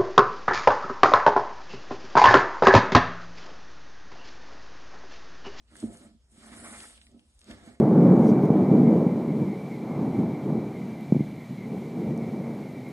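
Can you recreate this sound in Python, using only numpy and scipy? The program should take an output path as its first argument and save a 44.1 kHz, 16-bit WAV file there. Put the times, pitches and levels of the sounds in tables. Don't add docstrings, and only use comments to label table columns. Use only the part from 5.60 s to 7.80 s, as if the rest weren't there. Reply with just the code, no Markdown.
import sys
import numpy as np
from scipy import signal
from scipy.fft import rfft, irfft
from scipy.io import wavfile
from scipy.ndimage import uniform_filter1d

SR = 44100
rng = np.random.default_rng(int(sys.argv[2]) if len(sys.argv) > 2 else 0)


def unload_audio(sound):
    columns = np.transpose(np.atleast_2d(sound))
    steps = np.round(np.clip(columns, -1, 1) * 32767)
    wavfile.write(sys.argv[1], SR, steps.astype(np.int16))


def volts_from_db(level):
    exponent = np.asarray(level, float) / 20
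    return 10 ** exponent


N = 97020

# time in seconds, blade speed in dB, wall contact in dB,
# push on the bowl in dB, grit in dB.
STROKE = [(0, -95.5, -49, -67.5, -33), (0.082, -90, 7.5, -82, 11.5), (.12, -72, 4.5, -56, -6.5),
          (0.198, -57, -7.5, -56, -9.5), (.3, -66, -1, -42, -11), (0.382, -61.5, -4.5, -52.5, -11),
          (0.458, -67.5, 0.5, -50, -6.5), (0.658, -104, -13, -87, -0.5), (0.718, -67, -13.5, -66.5, -15),
          (0.812, -64.5, 3.5, -56, -4), (1.07, -53.5, 2.5, -44.5, -12.5), (1.218, -53.5, -2, -52.5, -8),
          (1.39, -67.5, -2.5, -69, -5.5), (1.561, -79.5, -20.5, -55, -4.5), (1.77, -74, -11.5, -81, -12),
          (1.908, -65, 8.5, -43.5, 0), (2.0, -72, 7.5, -54.5, -3), (2.088, -64, 3, -46, -6)]
RELEASE_DB_PER_S = 156

# frequency in Hz, density in dB per Hz.
HISS_SPECTRUM = [(5000, -18.5), (6000, -10), (7000, -9), (8300, -2), (9900, 0), (11200, -13), (11900, -20)]
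RUB_SPECTRUM = [(500, -0.5), (750, 0), (1000, -6), (1310, 1), (1500, -2.5), (2000, -1.5), (2300, -1.5),
                (2600, -16)]
GRIT_SPECTRUM = [(2000, -11), (2900, 0), (3500, 0), (4700, -2), (6000, -10), (7000, -14)]
GRAINS_PER_S, GRAIN_SPREAD_DB, GRAIN_SHARE = 3000, 0, 0.28
HISS_DB, RUB_DB, GRIT_DB, PUSH_DB = 2.5, 1.5, 7, -1

LUMPS_PER_S, LUMP_SPREAD_DB, LUMP_SOFT_HZ = 900, 2.2, 650

# frequency in Hz, t60 in seconds, level when knocked in dB,
# level when pushed in dB.
BOWL_MODES = [(60.5, 0.42, -11.5, -6), (108.5, 0.14, -8.5, -9.5), (171, 0.14, -45, -30),
              (238.6, 0.087, 10.5, 0.5), (281.8, 0.1, 4, -10.5), (315.8, 0.062, -3, -3.5),
              (382.4, 0.096, -9.5, -11), (512.3, 0.057, -0.5, -7), (584, 0.17, -8.5, -16),
              (663.3, 0.083, -29.5, -6), (757, 0.08, -17, -38), (803, 0.2, -46, -25),
              (1298, 0.17, -45, -17)]

# start in seconds, peak in dB, contact in milliseconds.
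KNOCKS = [(0.2262, -36.5, 1), (.229, -27, 1.18), (0.2356, -28, 1.03), (0.2379, -19, 2.1),
          (0.332, -47, 0.76), (.41, -44, 3.2), (0.509, -41.5, 4.6), (.545, -41, 4.97), (0.719, -54.5, 2),
          (0.777, -40.5, 3.5), (0.917, -36, 3.5), (1.142, -58, 1.16), (1.49, -51, 2.7),
          (1.544, -43.5, 2.25), (1.569, -44, 2.6), (1.524, -52, 1.4), (1.885, -39.5, 1.5),
          (1.899, -38.5, 0.83), (2.075, -38.5, 1.45), (2.112, -43, 2.5)]
KNOCK_RISE_S = .001

# start in seconds, peak in dB, pitch in Hz.
SNAPS = [(0.155, -43, 1230), (0.167, -39, 7630), (0.2022, -37.5, 7600), (0.351, -50, 1300),
         (.372, -42.5, 7100), (.226, -46, 1370), (1.204, -34.5, 3700), (1.3775, -44.5, 2300),
         (1.4148, -43.5, 2570), (1.421, -50, 8500), (1.468, -48, 2450), (1.466, -50.5, 7500),
         (1.515, -53, 6330), (1.594, -51, 2600), (1.792, -45, 7600), (1.809, -45, 7460), (1.815, -45, 3600),
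         (1.843, -44.5, 6700), (1.912, -38, 2380), (1.911, -40, 7400)]
SNAP_Q, SNAP_S, SNAP_TAIL_DB, SNAP_TAIL_S = .9, .0009, -17, .01

KITCHEN_T60_S, KITCHEN_DB = 0.15, -9.5

# frequency in Hz, density in dB per Hz.
ROOM_SPECTRUM = [(20, 0.5), (65, 12), (105, -5.5), (300, -17.5), (600, -19.5), (3700, -27.5), (6000, -26),
                 (10500, -29)]
ROOM_DB = -64.5

# frequency in Hz, likeness from 0 to 1.
LIKENESS = [(60, .93), (250, .95), (900, .7), (1500, .85), (3000, .4), (5500, .3), (7400, .8), (11000, .8)]
# frequency in Hz, left minus right in dB.
TILT = [(60, .5), (170, -1.5), (350, -2.2), (1320, -2.2), (3700, -1.2), (7500, 0)]
# time in seconds, delay of the left in microseconds.
LEFT_LAG = [(0, 130.7), (.4, 136), (.8, 133.3), (1.08, 122.6), (1.2, 130.3), (1.7, 131), (2.2, 141.5)]
PATCH_DB, LOW_CUT_HZ, TOP_HZ = 1.2, 102, 11340

# frequency in Hz, depth under its partner in dB.
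MASKED = [(2000, 20), (2500, 9), (5400, 4.5), (6400, -0.5), (9000, 1.5), (12000, 3.5)]
MASK_WOBBLE_DB = 1.8
SHARP_S = [
    .165,
    1.79,
]


def evened(x):
    return x / np.sqrt(np.mean(x ** 2) + 1e-20)


def read(points, hz):
    f, value = np.transpose(points)
    return np.interp(np.log(hz + 1), np.log(f + 1), value)


def control(order):
    rows, t = np.array(STROKE), np.arange(N) / SR
    level_db = np.interp(t, rows[:, 0], rows[:, order])
    after_s = np.maximum(t - rows[-1, 0], 0)
    return level_db - (order % 2) * RELEASE_DB_PER_S * after_s


def colour(x, points, low_hz):
    hz = np.fft.rfftfreq(N, 1 / SR)
    gain = volts_from_db(read(points, hz)) / (1 + (low_hz / (hz + 1)) ** 4)
    return evened(irfft(rfft(x) * gain, N))


def ring(x, hz, t60):
    r = np.exp(-np.log(1000) / t60 / SR)
    angle = 2 * np.pi * hz / SR
    return signal.lfilter([np.sin(angle)], [1, -2 * r * np.cos(angle), r * r], x)


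def grains(per_s, spread_db):
    size = volts_from_db(spread_db * np.minimum(rng.exponential(1, N), 4))
    sign = rng.choice([-1., 1.], N)
    return evened(size * sign * (rng.random(N) < per_s / SR))


def flicker(span_s, depth_db):
    size = round(span_s * SR)
    smooth = uniform_filter1d(uniform_filter1d(rng.standard_normal(N), size), size)
    return volts_from_db(depth_db * evened(smooth))


def floury_noise():
    clicks = grains(GRAINS_PER_S, GRAIN_SPREAD_DB)
    return GRAIN_SHARE * clicks + (1 - GRAIN_SHARE) * rng.standard_normal(N)


def scrape():
    shared, speed_db = flicker(0.016, .8), control(order=1)
    hiss = volts_from_db(HISS_DB + speed_db) * colour(floury_noise(), HISS_SPECTRUM, 3500) * flicker(0.021, 2.3)
    rub_db = RUB_DB + speed_db + control(order=2)
    rub = volts_from_db(rub_db) * colour(floury_noise(), RUB_SPECTRUM, 420) * flicker(0.018, 1.93)
    grit_db = GRIT_DB + speed_db + control(order=4)
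    grit = volts_from_db(grit_db) * colour(floury_noise(), GRIT_SPECTRUM, 1400) * flicker(.02, 1.0)
    return shared * (hiss + rub + grit)


def push():
    soft = signal.butter(2, LUMP_SOFT_HZ, fs=SR)
    lumps = signal.lfilter(*soft, grains(LUMPS_PER_S, LUMP_SPREAD_DB)) * flicker(0.01, 0.5)
    ringing = sum(volts_from_db(db) * ring(lumps, hz, t60) for hz, t60, _, db in BOWL_MODES)
    return volts_from_db(PUSH_DB + control(order=3)) * evened(ringing)


def bowl_knocks():
    t = np.arange(SR // 2) / SR
    modes = sum(volts_from_db(db) * ring(t == 0, hz, t60) for hz, t60, db, _ in BOWL_MODES)
    answer = modes * (1 - np.exp(-t / KNOCK_RISE_S))
    blows = np.zeros(N)
    for s, db, ms in KNOCKS:
        pulse = np.hanning(max(round(ms * SR / 1000), 3))
        blows[round(s * SR):][:len(pulse)] += volts_from_db(db) * pulse / pulse.sum()
    return signal.fftconvolve(blows, answer / abs(answer).max())[:N]


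def snaps():
    out, t = np.zeros(N), np.arange(2000) / SR
    shape = np.exp(-t / SNAP_S) + volts_from_db(SNAP_TAIL_DB) * np.exp(-t / SNAP_TAIL_S)
    for s, db, hz in SNAPS:
        b, a = signal.iirpeak(min(hz, SR / 3), SNAP_Q, SR)
        puff = rng.standard_normal(len(t)) * shape
        tick = signal.lfilter(b, a, signal.lfilter(b, a, puff))
        out[round(s * SR):][:len(t)] += volts_from_db(db) * tick / abs(tick).max()
    return out


def kitchen(x):
    t = np.arange(SR // 2) / SR
    sign = rng.choice([-1., 1.], len(t))
    present = (rng.random(len(t)) < .05) * (t > .004)
    taps = sign * present * volts_from_db(-60 * t / KITCHEN_T60_S)
    return signal.fftconvolve(x, taps / np.linalg.norm(taps))[:N]


def room_tone():
    return volts_from_db(ROOM_DB) * colour(rng.standard_normal(N), ROOM_SPECTRUM, 30) * flicker(.06, 1.2)


def microphones(x, other):
    hz, t, z = signal.stft(np.array([x, other]), SR, nperseg=512, noverlap=384)
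    same = np.clip(read(LIKENESS, hz), 0, 1)[:, None]
    across_hz = uniform_filter1d(rng.standard_normal(z[0].shape), 8, axis=0)
    patches = evened(uniform_filter1d(across_hz, 25, axis=1))
    drift = volts_from_db(PATCH_DB * patches * (hz > 900)[:, None])
    shared = z[0] * np.sqrt((1 + same) / 2) * drift
    unlike = z[1] * np.sqrt((1 - same) / 2) * drift
    lag_s = np.interp(t, *np.transpose(LEFT_LAG)) / 10 ** 6
    half = volts_from_db(read(TILT, hz) / 2)[:, None] * np.exp(-1j * np.pi * hz[:, None] * lag_s)
    pair = np.array([(shared + unlike) * half, (shared - unlike) / half])
    return signal.istft(pair, SR, nperseg=512, noverlap=384)[1][:, :N]


def unmask(x):
    mid_side = np.array([x[0] + x[1], x[0] - x[1]]) / 2
    hz, t, z = signal.stft(mid_side, SR, nperseg=2048, noverlap=1024)
    band = np.arange(len(hz)) // 16
    power = np.add.reduceat(abs(z) ** 2, np.arange(0, len(hz), 16), axis=1)[:, band]
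    noise = rng.standard_normal((len(t), 2, band[-1] + 1))
    wobble = evened(uniform_filter1d(noise, size=3, axis=0)).transpose(1, 2, 0)
    margin_db = read(MASKED, hz)[:, None] + MASK_WOBBLE_DB * wobble[:, band]
    sharp = abs(t[:, None] - SHARP_S).min(1) < 512 / SR
    keep = (power * volts_from_db(2 * margin_db) > power[::-1]) | sharp
    mid, side = signal.istft(z * keep, SR, nperseg=2048, noverlap=1024)[1][:, :N]
    return np.array([mid + side, mid - side])


def scene():
    knocks, low_cut = bowl_knocks(), signal.butter(2, LOW_CUT_HZ, "high", fs=SR)
    near = scrape() + push() + knocks + snaps()
    wet = near + volts_from_db(KITCHEN_DB) * kitchen(near)
    other = scrape() + push() + kitchen(knocks) / 2 + snaps()
    return microphones(signal.lfilter(*low_cut, wet) + room_tone(),
                       signal.lfilter(*low_cut, other) + room_tone())


def low_pass(x):
    return signal.sosfilt(signal.butter(12, 12020, fs=SR, output="sos"), x)


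def record(dry):
    lowpass = signal.firwin(255, TOP_HZ, window=("kaiser", 8), fs=SR)
    limited = signal.oaconvolve(dry, lowpass[None], "same")
    return low_pass(unmask(limited))


dry = scene()
out = record(dry)
unload_audio(out)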